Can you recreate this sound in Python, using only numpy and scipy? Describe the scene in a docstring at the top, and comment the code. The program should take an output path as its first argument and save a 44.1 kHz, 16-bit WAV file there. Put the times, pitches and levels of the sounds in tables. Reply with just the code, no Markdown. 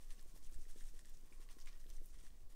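"""A plastic bottle of dry seasoning is shaken fast over meat in a quiet kitchen.
At each turn the grains slide and strike the wall: thousands of tiny clicks ring short resonators.
Clumps tick (noise bursts) and rattle (wall modes), the load thuds softly, a fine patter falls throughout.
Below: faint room noise, appliance hum, a faint tone that comes and goes, dull bumps through the counter,
and a very deep rumble of the shaking carried to the microphone, made of shaped noise."""
import sys
import numpy as np
from scipy import signal
from scipy.fft import rfft, irfft
from scipy.io import wavfile

SR = 44100
rng = np.random.default_rng(int(sys.argv[2]) if len(sys.argv) > 2 else 0)


def store_wav(level_fs):
    """Save 16-bit WAV to argv[1]."""
    pcm = np.round(np.clip(np.atleast_2d(level_fs), -1, 1) * 32767)
    wavfile.write(sys.argv[1], SR, pcm.T.astype(np.int16))


N = 112454


def amp(db):
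    """Turn decibels into a plain factor."""
    return 10 ** (np.asarray(db) / 20)


def rms_one(x):
    """Scale a sound to an rms (average strength) of 1."""
    return x / np.sqrt(np.mean(x ** 2) + 1e-30)


def in_time(rows):
    """Draw straight lines between (time, level) points, one value per sample."""
    times, levels = np.transpose(rows)
    return np.interp(np.arange(N) / SR, times, levels)


def at_hz(points, hz):
    """Read a (frequency, level) curve at hz, on a logarithmic frequency scale."""
    freqs, levels = np.transpose(points)
    return np.interp(np.log(hz), np.log(freqs), levels)


def coloured_noise(points):
    """Steady noise with the given spectrum; rms 1."""
    hz = np.maximum(np.arange(N // 2 + 1) * SR / N, 1)
    spectrum = rfft(rng.standard_normal(N)) * amp(at_hz(points, hz))
    return rms_one(irfft(spectrum, N))


def drift(rate):
    """Smooth random wandering, mostly slower than rate in Hz; rms 1."""
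    r = np.exp(-2 * np.pi * rate / SR)
    noise = rng.standard_normal(N + SR)
    # the first second lets the filter settle
    return rms_one(signal.lfilter([1], [1, -2 * r, r * r], noise)[SR:])


def ring(clicks, hz, t60):
    """A unit click sets a sine of height about 1 ringing; it drops 60 dB in t60 seconds."""
    r, w = amp(-60 / (t60 * SR)), 2 * np.pi * hz / SR
    return signal.lfilter([0, np.sin(w)], [1, -2 * r * np.cos(w), r * r], clicks + 1e-18)


def room_noise():
    """Faint steady room noise, shaped by a spectrum curve."""
    # spectrum of the room: f/Hz, relative level per Hz/dB
    room_colour = [(41, -23.5), (70, -6.5), (103, -11), (148, 2), (203, -5.5), (291, -4.5), (735, -12),
                   (1420, -33), (1780, -51), (4290, -21.5), (8640, -28), (11100, -34.5), (15600, -23)]
    room_db = -76.5
    return amp(room_db) * coloured_noise(room_colour)


def hum():
    """Wavering appliance tones: noise in narrow resonances."""
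    # the tones: f/Hz, width/Hz, level/dB
    hum_tones = [(160, 15, -85), (281, 15, -89), (473, 4, -91)]
    out = np.zeros(N)
    for hz, width, db in hum_tones:
        out += amp(db) * rms_one(ring(rng.standard_normal(N), hz, 2.28 / width))
    return out


def whine():
    """A faint tone that comes and goes: noise in one narrow resonance, on its own level curve."""
    # strength of the tone: t/s, level/dB
    whine_level = [(0, -93), (.35, -85.5), (.6, -99), (1.15, -99), (1.25, -85), (1.65, -83.5),
                   (1.75, -102.5), (2.55, -87.5)]
    whine_hz, width_hz = 1087, 81
    tone = rms_one(ring(rng.standard_normal(N), whine_hz, 2.2 / width_hz))
    return amp(in_time(whine_level)) * tone


def rumble():
    """The shaking carried to the microphone: very deep noise that swells and sinks."""
    # spectrum of the rumble: f/Hz, relative level per Hz/dB
    rumble_colour = [(2, -8), (6, 2), (10, -2), (15, 0), (19, -1), (23, -8), (27, -15), (33, -27),
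                     (45, -45), (70, -63)]
    # strength of the rumble: t/s, level/dB
    rumble_level = [(0.0, -44.5), (0.4, -45.5), (0.9, -45.5), (1.05, -49.5), (1.19, -44), (1.3, -53),
                    (1.5, -45), (1.95, -43.5), (2.1, -47.5), (2.55, -48.5)]
    return amp(in_time(rumble_level)) * coloured_noise(rumble_colour)


def thrum():
    """A low thrum above the rumble: deep noise on a level curve."""
    # spectrum of the thrum: f/Hz, relative level per Hz/dB
    thrum_colour = [(30, -22.5), (41, -8), (47, 3.5), (53, -5.5), (62, -11), (85, -26), (110, -21.5),
                    (150, -56.5)]
    # strength of the thrum: t/s, level/dB
    thrum_level = [(0.03, -76), (0.26, -72.5), (0.53, -68), (0.57, -67), (0.62, -70), (0.67, -83),
                   (0.74, -74), (0.8, -69), (1.05, -68.5), (1.15, -71.5), (1.3, -70), (1.45, -70),
                   (1.65, -74.5), (1.9, -66.5), (2.1, -66.5), (2.25, -63.5), (2.52, -74)]
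    return amp(in_time(thrum_level)) * coloured_noise(thrum_colour)


def bumps():
    """Dull bumps through the counter: each is a softened, quickly damped low swing."""
    # bumps: t/s, peak level before softening/dB, f/Hz
    bump_rows = [(0.247, -61, 45.3), (0.559, -45, 49.7), (0.793, -57, 53.6), (1.032, -57, 49.4),
                 (1.265, -75, 65), (2.432, -57.5, 94)]
    t60_s, soft_hz = 0.11, 163
    out = np.zeros(N)
    for s, db, hz in bump_rows:
        knock = 1.0 * (np.arange(N) == int(s * SR))
        out += amp(db) * ring(knock, hz, t60_s)
    return signal.sosfilt(signal.butter(1, soft_hz, fs=SR, output="sos"), out)


def kitchen(x):
    """Echoes of the room: the sound is smeared by a decaying noise tail of energy 1."""
    t60_s = 0.2
    n = np.arange(int(.4 * SR)) / SR
    # the tail waits 4 ms
    tail = rng.standard_normal(len(n)) * amp(-60 * n / t60_s) * (n > .004)
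    return signal.fftconvolve(x, tail / np.sqrt(np.sum(tail ** 2)))[:N]


def grains(gain_at):
    """Dense uneven clicks dealt to short resonators spread in pitch; gain_at(hz) gives each its envelope."""
    grains_per_s, size_spread_db = 13000, 2.7
    clump_db, clump_hz = 1.6, 350   # how strongly and how fast the stream bunches
    ring_cycles = 22   # each resonator drops 60 dB in this many swings
    sizes = amp(size_spread_db * np.minimum(rng.exponential(1, N), 3.5))
    sizes = sizes * rng.choice([-1, 1], N)
    hits = rng.random(N) < grains_per_s / SR
    clicks = sizes * hits * amp(clump_db * drift(clump_hz))
    pitches, dealt = np.geomspace(700, 16000, 56), rng.integers(0, 56, N)
    out = np.zeros(N)
    for k, hz in enumerate(pitches):
        voice = rms_one(ring(clicks * (dealt == k), hz, ring_cycles / hz))
        # higher resonators cover a wider band: this evens out the power per Hz
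        out += gain_at(hz) * np.sqrt(hz / 1.1e5) * voice
    return out


def patter():
    """Fine grains keep landing throughout, on a level curve of their own."""
    # strength of the landing grains before colour: t/s, level/dB
    patter_level = [(0, -67), (.4, -70.5), (.76, -65.5), (1.0, -70.5), (1.2, -70.5), (1.4, -68), (1.7, -73),
                    (2.0, -73), (2.26, -65.5), (2.3, -73), (2.42, -71), (2.45, -84), (2.55, -77)]
    # colour of the patter: f/Hz, level/dB
    patter_colour = [(900, -14), (1850, -10), (2800, -12.5), (4500, -14.5), (6000, -8), (7600, -10),
                     (8700, -6), (10200, -21.5), (15600, -28)]
    level = amp(in_time(patter_level))
    return grains(lambda hz: level * amp(at_hz(patter_colour, hz)))


def thuds():
    """The load lands in the bottle: each landing is about one soft swing of the wall."""
    # landings: t of the peak/s, peak level/dB, f/Hz
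    thud_rows = [(0.1859, -62, 217), (0.2605, -59.5, 367), (0.3417, -57.5, 253), (0.3633, -58, 533),
                 (0.522, -59.5, 253), (0.5915, -59, 277), (0.6664, -61.5, 307), (0.7616, -52.5, 343),
                 (0.8158, -61.5, 218), (0.942, -58.5, 330), (1.066, -69, 282), (1.2368, -59.5, 276),
                 (1.32, -57.5, 278), (1.3994, -58, 310), (1.5698, -55.5, 307), (1.8616, -57.5, 337),
                 (1.9045, -62, 495), (2.017, -56.5, 332), (2.1745, -63, 300.0), (2.2392, -62, 275)]
    half_width_cycles = .46
    out, n = np.zeros(N), np.arange(-600, 600)
    phases = rng.uniform(0, 2 * np.pi, len(thud_rows))
    for (s, db, hz), phase in zip(thud_rows, phases):
        cycles = hz * n / SR
        swing = np.cos(2 * np.pi * cycles + phase)
        out[int(s * SR) + n] += amp(db) * swing * np.exp(-(cycles / half_width_cycles) ** 2)
    return out


def ticks():
    """Clumps tick on the wall: a very short noise burst in three bands, and a brief ring of the wall."""
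    # ticks: t/s, wall f/Hz, about peak level of wall ring/dB, peak level of low, mid, top crack/dB
    tick_rows = [(0.106, 2430, -78, -54, -53, -70), (0.181, 2860, -65, -75, -73, -69),
                 (0.1945, 1700.0, -67, -54, -69, -72), (0.2272, 2030.0, -97, -66, -57, -52.5),
                 (0.4712, 2720, -69, -63, -64, -65), (0.4989, 1640, -68, -70, -66, -80),
                 (0.5137, 1390, -100, -74, -69, -55), (0.543, 1730, -64, -57, -51, -60),
                 (0.6538, 1910, -63, -68, -82, -70), (0.809, 1730, -58.5, -77, -70, -69),
                 (0.8172, 2000.0, -63, -72, -72, -73), (0.8406, 1540.0, -69, -57, -53, -66),
                 (0.992, 1830, -59.5, -53.5, -46, -71), (0.9966, 1370, -87, -78, -59, -78),
                 (1.0492, 1930, -64, -58, -68, -75), (1.0563, 1830.0, -66, -78, -52, -84),
                 (1.0953, 2120, -74, -70, -55, -54), (1.3245, 2340, -57.5, -81, -81, -83),
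                 (1.415, 2300, -85, -60, -77, -56), (1.4895, 1960, -59, -57, -61, -68),
                 (1.5863, 1900, -63, -55.5, -62, -64), (1.6125, 1910, -74, -49.5, -59, -58),
                 (1.6599, 2000, -67, -55, -51, -63), (1.6707, 2160.0, -57, -67, -79, -70),
                 (1.6736, 2330, -55, -54, -53, -58), (1.694, 2240, -82, -72, -71, -81),
                 (1.729, 2600, -70.5, -55, -76, -74), (1.776, 1880, -76, -69, -58.5, -72),
                 (1.8417, 1880, -64, -66, -62, -71), (1.866, 1580.0, -74, -58, -80, -87),
                 (1.8941, 1580, -88, -76, -65, -56), (1.9019, 1890, -70, -55.5, -47.5, -50.5),
                 (1.9827, 1930, -65, -79, -78, -82), (2.0592, 1700, -88, -78, -73, -51),
                 (2.1424, 2080, -88, -76, -55.5, -73), (2.1902, 2150, -71.5, -75, -65, -70),
                 (2.2665, 1720, -61, -58, -72, -73), (2.3045, 1860, -74, -64.5, -73, -70),
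                 (2.3475, 2160, -77, -73, -76, -88), (2.4062, 1910, -86, -76, -61, -70),
                 (2.4323, 1810, -74, -77, -77, -82), (2.505, 1640.0, -79, -81, -68, -70)]
    # the three crack bands: lower f/Hz, upper f/Hz
    crack_bands = [(2800, 5500), (5500, 9500), (9500, 15500)]
    wall_t60_s, crack_s = .009, .0005
    out, n = np.zeros(N + SR), np.arange(800) / SR
    filters = [signal.butter(2, edges, "band", fs=SR, output="sos") for edges in crack_bands]
    noises = rng.standard_normal((len(tick_rows), 800))
    for (s, hz, wall_db, *crack_db), noise in zip(tick_rows, noises):
        burst = noise * np.exp(-n / crack_s)
        # the wall ring swells in softly; the 2 makes up for the height lost
        wall_shape = amp(-60 * n / wall_t60_s) * (1 - np.exp(-n / crack_s)) * 2
        tick = amp(wall_db) * np.sin(2 * np.pi * hz * n) * wall_shape
        for sos, band_db in zip(filters, crack_db):
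            part = signal.sosfilt(sos, burst)
            tick = tick + amp(band_db) * part / np.abs(part).max()
        i = int(s * SR)
        out[i:i + 800] += tick
    return out[:N]


def rattles():
    """Coarse bits rattle: uneven knocks strike every wall mode with a strength of its own."""
    # rattles: start t/s, length/s, level/dB
    rattle_rows = [(0.105, .025, -82), (0.687, .03, -83), (0.809, .02, -84), (1.321, .02, -78.5),
                   (1.414, .03, -81), (1.495, 0.026, -75), (1.52, 0.034, -81), (1.678, 0.014, -67.5),
                   (1.695, .035, -82), (1.745, .03, -92), (2.268, .015, -83)]
    # ways the bottle wall rings: f/Hz, relative level/dB, time to drop 60 dB/s
    wall_modes = [(734, -1, 0.027), (1125, -3.5, 0.033), (1410, -4, .025), (1840, 2.5, 0.015),
                  (2160, -1.5, 0.027), (2385, -3.5, 0.038), (2800, 4, 0.01), (3370, -3, .02),
                  (3820, -8.5, 0.025)]
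    knocks_per_s, spread_db = 1000, 3
    t, level = np.arange(N) / SR, np.zeros(N)
    for s, length, db in rattle_rows:
        level += amp(db) * ((t >= s) & (t < s + length))
    knocks = (rng.random(N) < knocks_per_s / SR) * amp(spread_db * rng.standard_normal(N))

    def strike(hits):
        return sum(amp(db) * ring(hits * rng.standard_normal(N), hz, t60) for hz, db, t60 in wall_modes)
    # a nonstop rattle sets the scale, so the listed levels are strengths while rattling
    scale = 1 / np.std(strike(knocks))
    return scale * strike(knocks * level)


def shakes():
    """Slides swell, hold and die; crashes start at once and decay; colour leans on body, hiss or top."""
    # grains slide at each turn of the hand; levels before the bottle's colour:
    # start t/s, length/s, level of bottle body/dB, of grain hiss/dB, of top/dB
    slides = [(0, 0.052, -86, -75, -82), (0.091, 0.056, -78.5, -74, -79), (0.185, 0.031, -81, -76, -79),
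              (.265, 0.055, -90, -77, -81), (0.348, 0.037, -78, -72, -72), (0.423, 0.05, -84, -71, -81),
              (.51, 0.043, -83.5, -74, -78), (0.582, 0.055, -101, -73, -82),
              (.681, 0.039, -80.5, -72, -71.5), (0.758, 0.068, -80, -71.5, -77.5),
              (0.843, 0.06, -83, -73, -76), (0.938, 0.078, -78.5, -76, -79), (1.042, 0.067, -81, -75, -81),
              (1.129, 0.049, -91, -74.5, -96), (1.241, 0.045, -82, -81.5, -79.5),
              (1.296, 0.07, -85, -81.5, -80), (1.398, 0.041, -75, -74, -78.5),
              (1.495, 0.04, -80, -70.5, -77), (1.596, 0.031, -83, -67, -95), (1.646, 0.057, -78, -74, -90),
              (1.711, .06, -76, -81, -97), (1.797, 0.017, -80.5, -72.5, -80),
              (1.881, 0.034, -79, -74.5, -88), (1.928, 0.047, -86, -72.5, -83),
              (2.027, 0.046, -102, -82, -73), (2.08, 0.038, -108.5, -74, -88), (2.128, .035, -78, -80, -83),
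              (2.181, 0.034, -81, -74, -81), (2.226, 0.056, -79.5, -76.5, -81),
              (2.327, 0.028, -80, -90, -100), (2.374, 0.092, -88, -100, -92),
              (2.494, 0.041, -80, -78.5, -80)]
    # a whole handful hits the wall and scatters; levels before the bottle's colour:
    # t/s, decay/s, level of body/dB, of hiss/dB, of top/dB
    crash_rows = [(0.1054, 0.0086, -72, -59, -85), (1.325, 0.01, -75, -99, -99),
                  (1.504, 0.012, -76, -77, -102), (1.5852, 0.0056, -68, -64, -72),
                  (1.672, 0.011, -71.5, -59, -91), (1.9005, 0.0044, -80, -62, -96)]
    # colour of the bottle: f/Hz, level/dB
    bottle_colour = [(700, -34), (950, -3.5), (1070, 4.5), (1350, -8), (1600, -1.5), (1850, 5.5),
                     (2300, -7), (2800, -3), (3400, 4), (4500, -7), (5400, 4), (6300, 2.5), (7700, -1),
                     (8600, 8), (9400, 4.5), (10200, -2.5), (12000, -3.5), (15600, -5.5)]
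    rise_share, fall_s = 0.32, 0.0078   # swell as a share of the slide's length; dying away
    body_hz, top_hz = 2000, 13700
    slide_hiss_hz, crash_hiss_hz = 6480, 4900   # a crash hisses lower than a slide
    slides, crashes = np.array(slides), np.array(crash_rows)
    t = np.arange(N) / SR
    coarse_t = t[::16]   # envelopes change slowly, so every 16th sample will do

    since_start = coarse_t - slides[:, :1]
    length = slides[:, 1:2]
    # the swell has reached 0.31 at the listed start
    swell = np.clip(since_start / (rise_share * length) + 0.31, 0, 1)
    fall = np.exp(-np.maximum(since_start - length + fall_s / 2, 0) / fall_s)
    since_crash = coarse_t - crashes[:, :1]
    burst = (since_crash >= 0) * np.exp(-np.maximum(since_crash, 0) / crashes[:, 1:2])
    shape = np.vstack([swell * fall, burst])

    # spread each level over the width of its band
    width_hz = np.array([2300, 6000, 5000])
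    density = np.vstack([slides, crashes])[:, 2:] - 10 * np.log10(width_hz / 6000)
    hiss_centres = [slide_hiss_hz] * len(slides) + [crash_hiss_hz] * len(crashes)

    def gain_at(hz):
        db = [at_hz(list(zip([body_hz, hiss_hz, top_hz], row)), hz)
              for row, hiss_hz in zip(density, hiss_centres)]
        envelope = np.interp(t, coarse_t, amp(db) @ shape)
        return envelope * amp(at_hz(bottle_colour, hz))
    return grains(gain_at)


def scene():
    """Mix the bottle, its echoes, the patter and the background."""
    wet_db = -9.5   # level of the echoes
    bottle = shakes() + rattles() + ticks() + thuds()
    room = room_noise() + hum() + whine()
    deep = rumble() + thrum() + bumps()
    return (bottle + amp(wet_db) * kitchen(bottle) + patter() + room + deep)[None]


def record(dry):
    """The top is cut: a steep filter holds everything above stop_hz at least 40 dB down."""
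    stop_hz = 15824
    return signal.sosfilt(signal.cheby2(24, 40, stop_hz, fs=SR, output="sos"), dry)


dry = scene()
out = record(dry)
store_wav(out)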